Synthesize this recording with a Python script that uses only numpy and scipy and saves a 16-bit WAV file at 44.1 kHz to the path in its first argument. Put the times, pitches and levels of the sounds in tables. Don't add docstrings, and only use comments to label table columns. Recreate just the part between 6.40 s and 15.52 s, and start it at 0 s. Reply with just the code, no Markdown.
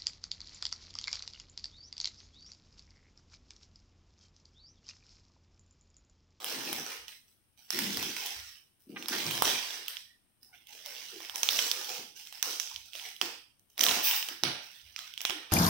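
import sys
import numpy as np
from scipy import signal
from scipy.fft import rfft, irfft, next_fast_len
from scipy.io import wavfile
from scipy.ndimage import uniform_filter1d, map_coordinates

SR = 44100
rng = np.random.default_rng(int(sys.argv[2]) if len(sys.argv) > 2 else 0)


def digitize_waveform(pressure):
    field = np.atleast_2d(pressure).T
    bounded = np.clip(field, -1, 1)
    quanta = np.round(bounded * 32767).astype(np.int16)
    wavfile.write(sys.argv[1], SR, quanta)


N = 402182
REST_DB = -82.5


def amp(db):
    return 10 ** (np.asarray(db) / 20)


def unit(x):
    return x / np.sqrt(np.mean(x ** 2) + 1e-20)


def along(points, hz):
    f, value = np.transpose(points)
    return np.interp(np.log(hz + 1), np.log(f + 1), value)


def curves(rows):
    s, *columns = np.transpose(rows)
    return [np.interp(np.arange(N) / SR, s, column) for column in columns]


def wobble(rate):
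    knots = rng.standard_normal(int(N * rate / SR) + 4)
    return map_coordinates(knots, [np.arange(N) * rate / SR])


def swell(u):
    return 1.25 * np.sqrt(np.sin(np.pi * u) * (1 - u) + 1e-12)


def filtered(x, response):
    m = next_fast_len(N + SR // 2)
    return irfft(rfft(x, m) * response(np.fft.rfftfreq(m, 1 / SR)), m)[..., :N]


def coloured(x, points, size=1024):
    gain = amp(along(points, np.fft.rfftfreq(size, 1 / SR)))
    cepstrum = irfft(np.log(gain))
    cepstrum[1:size // 2] *= 2
    cepstrum[size // 2 + 1:] = 0
    kernel = irfft(np.exp(rfft(cepstrum)))
    return signal.oaconvolve(x, kernel[None], axes=1)[:, :x.shape[1]]


def ticks(rate, spread_db):
    size = amp(spread_db * np.minimum(rng.exponential(size=N), 3.5)) * rng.choice([-1, 1], N)
    happens = rng.random(N) < rate / SR
    return unit(happens * size / np.sqrt(rate))


def efforts(rows, attack_s, ease_db_per_s, release_db_per_s):
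    t = np.arange(0, N, 64) / SR
    start, hold, db, *traits = np.transpose(rows)[..., None]
    age = np.maximum(t - start, 0)
    fall_db = ease_db_per_s * age + release_db_per_s * np.maximum(age - hold, 0)
    power = (np.minimum(age / attack_s, 1) * amp(db - fall_db)) ** 2
    total = power.sum(0) + amp(REST_DB) ** 2
    mean_traits = [(power * trait).sum(0) / total for trait in traits]
    return curves(np.column_stack([t, 10 * np.log10(total)] + mean_traits))


def buckle(hz, ring, t60, flutter_db, size=700):
    t = np.arange(size) / SR
    onset = 1 - np.exp(-t / 0.00022)
    tone = np.sin(2 * np.pi * hz * t) * amp(-60 * t / t60)
    noise = rng.standard_normal(size) + 1.06 * rng.standard_normal((2, size))
    crack = noise * (amp(-60 * t / .002) + amp(flutter_db - 60 * t / .018))
    x = ring * unit(tone * onset) + unit(crack * onset)
    return unit(x) / np.sqrt(size)


def patchy(x, depth_db, width_hz, life):
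    hz, t, z = signal.stft(x, SR, nperseg=512)
    knots = rng.standard_normal((300, 900))
    place = np.meshgrid(np.sqrt(hz * 1000) / width_hz, t / life, indexing="ij")
    field = map_coordinates(knots, place, mode="wrap")
    depth = depth_db / (1 + hz / 8000)
    return signal.istft(z * amp(depth[:, None] * field), SR, nperseg=512)[1][:, :N]


def crackle(count=18):
    # start t/s, hold/s,
    # relative crackle level/dB, low rustle of slack sheet/dB, treble lift of taut sheet/dB
    crackle_swells = [(-0.02, 0.043, -44.5, -1, -0.5), (0.037, 0.49, -38.5, -1.5, -0.5),
                      (0.672, 0.021, -45, -14, -0.5), (0.865, 0.037, -61, -20, 2.5),
                      (1.165, 0.16, -53, -30, -1.5), (1.305, 0.41, -33.5, -15.5, 0),
                      (1.75, 0.16, -36.5, -11.5, -2), (1.93, 0.19, -47, -27, 1.5),
                      (2.39, 0.011, -58.5, -18, 6.5), (2.48, .05, -61.5, -3.5, 3.5),
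                      (2.555, .08, -45, -10, -1.5), (2.675, 0.29, -33.5, -4.5, -0.5),
                      (3.03, 0.063, -27, -5, -1.5), (3.15, 0.23, -37.5, -10, -2),
                      (3.45, 0.088, -41, -26.5, -5.5), (4.01, 0.021, -63, 0, 8),
                      (4.122, 0.027, -51, -11, -3.5), (4.265, 0.19, -49.5, -13, 0),
                      (4.44, 0.43, -43, -10.5, 0), (4.935, 0.046, -40, -8.5, 4), (5.035, .03, -39.5, -8, 3),
                      (5.085, .16, -35, -6.5, 6.5), (5.32, 0.24, -39, -7, 2), (5.745, 0.12, -49, -13, 4),
                      (5.915, 0.042, -42.5, -16.5, -2), (6.03, 0.073, -38.5, -5, 5.5),
                      (6.18, 0.17, -43.5, -17.5, 0.5), (6.44, .02, -50.5, -18, 4),
                      (6.52, 0.14, -41.5, -16, 0), (6.815, 0.03, -39, -3, -2), (7.28, .04, -67.5, -8, 7),
                      (7.368, .03, -42, -0.5, -2), (7.41, .17, -30, -3, 0.5),
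                      (7.63, 0.11, -28.5, -14.5, -2.5), (7.865, 0.051, -42.5, -12, -5),
                      (8.035, 0.036, -33, 0, -12.5), (8.2, 0.19, -49.5, -32, -1),
                      (8.42, .1, -51.5, -25, -4.5), (8.56, 0.11, -44.5, -26, -4.5),
                      (8.79, 0.24, -45, -7, -14), (9.09, 0.045, -43, -2.5, -9)]
    # f/Hz, gain/dB
    foil_colour = [(100, -30), (300, -42.5), (550, -9.5), (900, -7), (1400, 0), (2100, -0.5), (3200, -1),
                   (5600, -2), (10000, -2), (15500, 1)]
    # f/Hz, gain/dB
    rustle_colour = [(120, -32.5), (300, -7), (480, -1.5), (600, -6), (800, -2), (1100, -1), (1500, -4.5),
                     (2200, -9.5), (4000, -14.5)]
    level_db, slack_db, taut_db = efforts(
        crackle_swells, attack_s=0.02, ease_db_per_s=10, release_db_per_s=168.5)
    rate = 1000 * amp(.25 * (level_db + 39.5))
    facets = np.zeros((2, N))
    for hz in np.linspace(2900, 6400, count):
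        facet = buckle(hz, ring=0.33, t60=0.004, flutter_db=-14.5)
        flips = ticks(rate / count, spread_db=4.0)
        facets += signal.oaconvolve(flips[None], facet, axes=1)[:, :N]
    rustle = amp(slack_db) * unit(coloured(facets, rustle_colour))
    sheet = unit(coloured(facets, foil_colour)) + rustle
    treble = filtered(sheet, lambda hz: hz ** 4 / (hz ** 4 + 4500 ** 4))
    sheet = sheet + (amp(taut_db) - 1) * treble
    sheet = patchy(sheet, depth_db=4.5, width_hz=85, life=.035)
    return sheet * amp(level_db + 1.2 * wobble(45) + 1.04)


def pop(hz, ring, t60, flutter_db, flutter_t60, size=700):
    t = np.arange(size) / SR
    wave = np.sin(2 * np.pi * hz * t)
    swing = wave * amp(-60 * t / 0.0028)
    tone = wave * amp(-60 * t / t60)
    noise = rng.standard_normal(size) + 0.96 * rng.standard_normal((2, size))
    crack = noise * (amp(-60 * t / .003) + amp(flutter_db - 60 * t / flutter_t60))
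    return unit(ring * (unit(swing) + 0.49 * unit(tone)) + unit(crack)) / np.sqrt(size)


def snaps(size=700):
    # t/s, relative level/dB, facet pitch f/Hz,
    # body at 900 Hz/dB, edge at 11 kHz/dB
    creases = [(0.0444, -19, 3120, -2, 12), (0.329, -19.5, 3220, 9, 13.5), (0.6815, -24.5, 3140, -7, 0),
               (1.3052, -12, 5230, -3, 4.5), (1.3893, -12.5, 1880, 1.5, 7.5), (1.5713, -16.5, 5170, 7.5, 8),
               (1.6269, -19.5, 5090, 12.5, 11), (1.766, -17, 2230, -4, 3), (1.862, -23, 5960, 0.5, 15),
               (2.6253, -23.5, 3090, 2, -1), (2.6587, -24, 3740, 6, -4), (2.6842, -16, 5100, 4, 11),
               (2.8655, -19, 5280, 10, 0), (2.9106, -16.5, 3070, -4, 10), (2.9774, -17, 3260, -8, 1),
               (3.022, -8, 3040, 12.5, 10), (3.482, -19.5, 3210, -18, 11), (3.5692, -20.5, 3250, -18, -9),
               (4.2707, -36.5, 3370, -17, 8.5), (4.3324, -34, 3280, -9, 7), (4.4607, -26, 5930, 0, 12),
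               (4.6084, -40, 2930, -12, 1), (4.804, -31, 3500, 13, 8), (4.8967, -22, 3040, 2, 3),
               (4.9581, -18, 5900, 3, 8.5), (5.032, -6, 6330, -1.5, 1.5), (5.089, -4, 3500, -7, -3),
               (5.19, -6, 3250, 3, -10), (5.3146, -7, 3500, -10, 1), (5.8715, -30, 3080, -7, 4),
               (5.9256, -25.5, 2900, -1, 4), (6.027, -8, 6100, -4.5, 6), (6.1988, -11, 5930, -10, 3.5),
               (6.314, -28, 5360, -9, -3.5), (6.361, -21, 3200, -19, -8), (6.5336, -27.5, 3320, -14.5, 1),
               (6.553, -25.5, 3080, -11, 3), (6.5967, -26.5, 2980, -3.5, -7), (6.6882, -29, 5570, -4, 7),
               (6.7643, -31, 3280, -20, 3.5), (6.814, -5, 3160, -4, -5.5), (6.824, -23, 5800, 7, 4),
               (7.1953, -43, 6450, -7.5, 6), (7.379, -24.5, 3550, 6, 13.5), (7.3932, -12, 6060, -3, 3),
               (7.4074, -10.5, 3160, 5.5, 6), (7.4107, -5, 6060, -24, 5), (7.435, -6.5, 3120, -11, 5),
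               (7.4392, -7, 3260, -19, 8), (7.4653, -6, 3600, -2, 2), (7.4853, -9, 3170, -12, 3),
               (7.492, -12, 3190, -2, -2), (7.5119, -9.5, 3820, 3, -8), (7.7116, -12, 3140, -9, 7),
               (7.827, -16.5, 3060, -5, -4), (7.887, -16, 3080, -1, 3), (8.0358, -4.5, 3960, 3, -4),
               (8.5624, -18.5, 2460, -13.5, -8), (8.5903, -21.5, 3250, -6, -1), (8.7385, -29, 3250, -26, 4),
               (8.777, -21, 3280, -18, 0), (8.8062, -21.5, 3060, -3, -1), (8.8158, -22.5, 6140, -4, 11.5),
               (8.8516, -6.5, 3350, -2, -2), (8.8971, -14, 2940, 8.5, 1), (8.9057, -14.5, 3400, 8, -15)]
    beam_db, scatter_db = 13.5, 11
    bass_under_body_db = -29.5
    flip_s = 0.00023
    beamed, scattered = np.zeros((2, 2, N + SR))
    flip = 1 - np.exp(-np.arange(size) / SR / flip_s)
    for s, db, hz, body_db, edge_db in creases:
        bass_db = body_db + bass_under_body_db
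        tilt = [(120, bass_db), (900, body_db), (2800, 0.00052), (6000, 0), (11000, edge_db)]
        near = pop(hz, ring=.4, t60=.008, flutter_db=-12, flutter_t60=.022)
        near = coloured(near, tilt) * flip
        wide = pop(hz, ring=0.14, t60=.004, flutter_db=-20.5, flutter_t60=0.015)
        wide = coloured(wide, tilt)
        start = round(s * SR)
        beamed[:, start:start + size] += amp(db + beam_db) * near
        scattered[:, start:start + size] += amp(db + scatter_db) * wide
    return beamed[:, :N], scattered[:, :N]


def tape():
    # start t/s, hold/s, relative level/dB
    tugs = [(7.625, .065, -23), (7.743, 0.022, -26.5)]
    # f/Hz, gain/dB
    tape_colour = [(300, -29.5), (1000, -7), (3000, 1.5), (6000, 0), (10000, 3), (13000, 11.5), (15500, 15)]
    level_db, = efforts(tugs, attack_s=0.019, ease_db_per_s=60, release_db_per_s=600)
    slip_rate = 1100 * amp(3.1 * wobble(400))
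    turns = np.cumsum(slip_rate) / SR
    slips = np.diff(np.floor(turns), prepend=0) * amp(1.7 * rng.standard_normal(N))
    click = buckle(5700, ring=0.22, t60=0.0021, flutter_db=4)
    rasp = signal.oaconvolve(slips[None], click, axes=1)[:, :N]
    peeling = level_db > REST_DB + 10
    return coloured(unit(rasp), tape_colour) * amp(level_db - 1.5) * peeling


def box():
    # start t/s, hold/s, relative drumming level/dB
    drags = [(0.0, 0.077, -51), (0.13, 0.28, -38.5), (1.325, 0.36, -34.5), (1.8, 0.14, -63),
             (2.467, 0.16, -40), (2.69, 0.46, -36.5), (4.72, .03, -55), (5.11, 0.078, -49),
             (5.58, 0.024, -44), (6.81, .035, -40.5), (7.39, 0.18, -38), (7.88, .05, -50.5),
             (8.025, 0.043, -32), (8.88, 0.037, -59)]
    # f/Hz, width/Hz, gain/dB
    panel_modes = [(134, 35, -11), (195, 30, -1.5), (270, 53, 1), (345, 84, 2), (427, 210, -7)]
    level_db, = efforts(drags, attack_s=.018, ease_db_per_s=3, release_db_per_s=220.5)

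    def panels(f):
        total = 0
        for k, (centre, width, db) in enumerate(panel_modes):
            damping = 1j * f * width
            total = total + (-1) ** k * amp(db) * damping / (centre ** 2 - f ** 2 + damping)
        return total

    return unit(filtered(ticks(400, spread_db=1.5), panels)) * amp(level_db - 7)


def flexes(width=0.15):
    # start t/s, relative level/dB, length/s, middle pitch f/Hz
    bends = [(0.03, -48.5, 0.18, 486), (0.175, -56, 0.1, 298), (1.38, -36, 0.19, 201.3),
             (1.665, -40, .049, 335), (2.707, -38.5, 0.077, 356), (2.85, -44.5, 0.23, 139.8),
             (3.378, -56.5, 0.085, 392), (4.083, -62.5, 0.056, 855), (4.282, -61, .11, 787),
             (4.447, -53.5, .1, 564), (4.719, -44, .08, 381.5), (4.931, -44.5, .07, 830),
             (5.33, -47, 0.076, 462), (5.507, -44.5, 0.053, 756), (5.576, -44.5, 0.044, 453),
             (6.057, -46.5, 0.069, 477), (6.308, -47.5, .03, 960), (6.547, -47.5, .02, 613),
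             (6.602, -52, 0.1, 803), (6.81, -46, 0.09, 335), (7.45, -42, .14, 480),
             (7.88, -52.5, 0.067, 330), (8.052, -40, 0.071, 147), (8.896, -41, 0.098, 343.6)]
    pitch_fall = .75
    out = np.zeros(N + SR)
    for s, db, length, hz in bends:
        u = np.linspace(0, 1, int(length * SR))
        turns = np.cumsum(hz * pitch_fall ** (u - .5)) / SR
        knots = rng.standard_normal((2, 80))
        a, b = (map_coordinates(k, [turns * width * 2], mode="wrap") for k in knots)
        boom = (a + 0.27) * np.sin(2 * np.pi * turns) + b * np.cos(2 * np.pi * turns)
        out[round(s * SR):][:len(u)] += amp(db - 2.5) * swell(u) * unit(boom)
    return out[:N]


def squeaks(count=12):
    # start t/s, relative level/dB, length/s, mean slip rate f/Hz, unevenness (0-1)
    slips = [(0.682, -61, 0.025, 420, 0.25), (2.56, -37.5, 0.024, 400, 0.05),
             (2.719, -36, 0.063, 240, 0.14), (3.662, -62.5, 0.13, 1850, 0.04),
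             (4.128, -51.5, 0.033, 760, 0.06)]
    overtone_colour = [(350, -13.5), (900, 3.5), (2300, 8.5), (4000, -6.0), (7000, -39.0)]  # f/Hz, gain/dB
    out = np.zeros(N + SR)
    for s, db, length, hz, uneven in slips:
        u = np.linspace(0, 1, int(length * SR))
        knots = rng.standard_normal((2, 60))
        drift, grip = (map_coordinates(k, [u * length * 300], mode="wrap") for k in knots)
        turns = np.cumsum(hz * (1 + uneven * drift)) / SR
        stack = np.zeros(len(u))
        for k in range(1, count):
            stack += amp(along(overtone_colour, k * hz)) * np.sin(2 * np.pi * k * turns)
        out[round(s * SR):][:len(u)] += amp(db + 0.5) * swell(u) * unit(stack * amp(2.4 * grip))
    return out[:N]


def bumps():
    # t/s, relative level/dB, lower pitch f/Hz
    shifts = [(0.3, -56, 86), (0.589, -61, 59), (1.422, -45.5, 112), (1.559, -46.5, 84.6),
              (1.96, -50, 66.3), (2.851, -42, 108.6), (3.02, -50, 85), (5.088, -57, 71), (6.341, -56, 67.6),
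              (7.491, -50, 78.4), (8.04, -45, 103.8), (8.43, -56.5, 66)]
    out, t = np.zeros((2, N + SR)), np.arange(SR // 2) / SR
    for s, db, hz in shifts:
        phase = rng.normal(0, .45, (2, 2, 1))
        thud = np.sin(2 * np.pi * hz * t + phase[0])
        thud = thud + 0.71 * np.sin(2 * np.pi * 1.4 * hz * t + phase[1])
        envelope = amp(db - 60 * t / 0.39) * (1 - np.exp(-t / .012))
        start = round(s * SR)
        out[:, start:start + len(t)] += envelope * thud
    return out[:, :N]


def diffuse(pair):
    # f/Hz, correlation (0-1)
    alike = [(40, 0.039), (80, 0.72), (150, 0.059), (400, 0.65), (1000, 0.092), (2500, 0)]
    hz = np.fft.rfftfreq(pair.shape[1], 1 / SR)
    turn = np.arccos(np.clip(along(alike, hz), -1, 1)) / 2
    mid, side = irfft(rfft(pair) * [np.cos(turn), np.sin(turn)], pair.shape[1])
    return np.array([mid + side, mid - side])


def room(x, count=6):
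    # f/Hz, time to fall by 60 dB/s
    ring_time = [(100, 0.29), (300, 0.32), (800, 0.52), (2000, 0.56), (5000, 0.58), (15000, 0.41)]
    out = np.zeros((2, N))
    turn = np.floor(np.arange(N) / SR / .23)
    for k in range(count):
        hz, t, z = signal.stft(rng.standard_normal((2, int(.7 * SR))), SR, nperseg=256)
        fading = z * amp(-60 * t / along(ring_time, hz)[:, None])
        tail = signal.istft(fading, SR, nperseg=256)[1]
        build_up = np.clip((np.arange(tail.shape[1]) / SR - .003) / 0.0046, 0, 1)
        tail = diffuse(tail * build_up)
        active = turn % count == k
        echo = signal.fftconvolve((x[1] * active)[None], tail / np.linalg.norm(tail[0]), axes=1)
        out += echo[:, :N]
    return out


def air():
    # f/Hz, gain/dB
    quiet_colour = [(25, -10.5), (65, -2.5), (120, -4), (300, -9.5), (800, -7.5), (3000, -13.5),
                    (6000, -23), (9000, -11.5), (15500, -22)]
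    noise = diffuse(rng.standard_normal((2, N)))
    return amp(-67) * unit(coloured(noise, quiet_colour))


def scene():
    fine = crackle() + tape()
    beamed, scattered = snaps()
    low = box() + flexes() + squeaks()
    delay_s = np.array([[.00008], [0]])
    low = filtered(low, lambda hz: np.exp(-2j * np.pi * hz * delay_s))
    direct = fine * amp([[-6], [-3]]) + beamed * amp([[-4], [1]]) + amp(-2.5) * low
    echo = room(amp(-4.0) * fine + amp(-5.0) * scattered + amp(-7.5) * low)
    lean_db = np.interp(np.arange(N) / SR, [0, 5], [-1.2, .2])
    wrap = (direct + echo) * amp([-lean_db, lean_db])
    return wrap + bumps() * amp([[-1.5], [1]]) + air()


def suppressor(x, threshold_db=-95, depth_db=-10):
    hz, t, z = signal.stft(x, SR, nperseg=1024)
    power = uniform_filter1d(np.abs(z) ** 2, size=5, axis=1)
    power = np.abs(uniform_filter1d(power, size=3, axis=2))
    # f/Hz, level/dB
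    offset = [(100, -24.0), (500, 13), (2000, 17.0), (7000, 16.5), (10000, -22.5)]
    threshold = amp(threshold_db + along(offset, hz)[:, None]) ** 2
    openness = power ** 2 / (power ** 2 + threshold ** 2)
    gain = amp(depth_db) + (1 - amp(depth_db)) * openness
    return signal.istft(z * gain, SR, nperseg=1024)[1][:, :N]


def record(dry):
    # f/Hz, gain/dB
    left_port = [(250, -1), (1000, -2.5), (1900, -2.5), (3300, -1), (5700, -4), (6700, -7.5), (8300, -1),
                 (10500, -4.5), (12500, -6), (15400, -2)]
    # f/Hz, gain/dB
    right_port = [(250, -2.5), (1000, -2), (2000, 0.5), (3100, 5), (4500, 2), (5300, 6), (6000, 6),
                  (6700, -3), (8000, -7), (9200, -16), (11000, -21.5), (13000, -10.5), (15400, -4.5)]
    top_hz = 15900
    ports = np.vstack([coloured(dry[:1], left_port), coloured(dry[1:], right_port)])
    return filtered(suppressor(ports), lambda hz: 1 / (1 + (hz / top_hz) ** 200))


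dry = scene()
out = record(dry)
digitize_waveform(out)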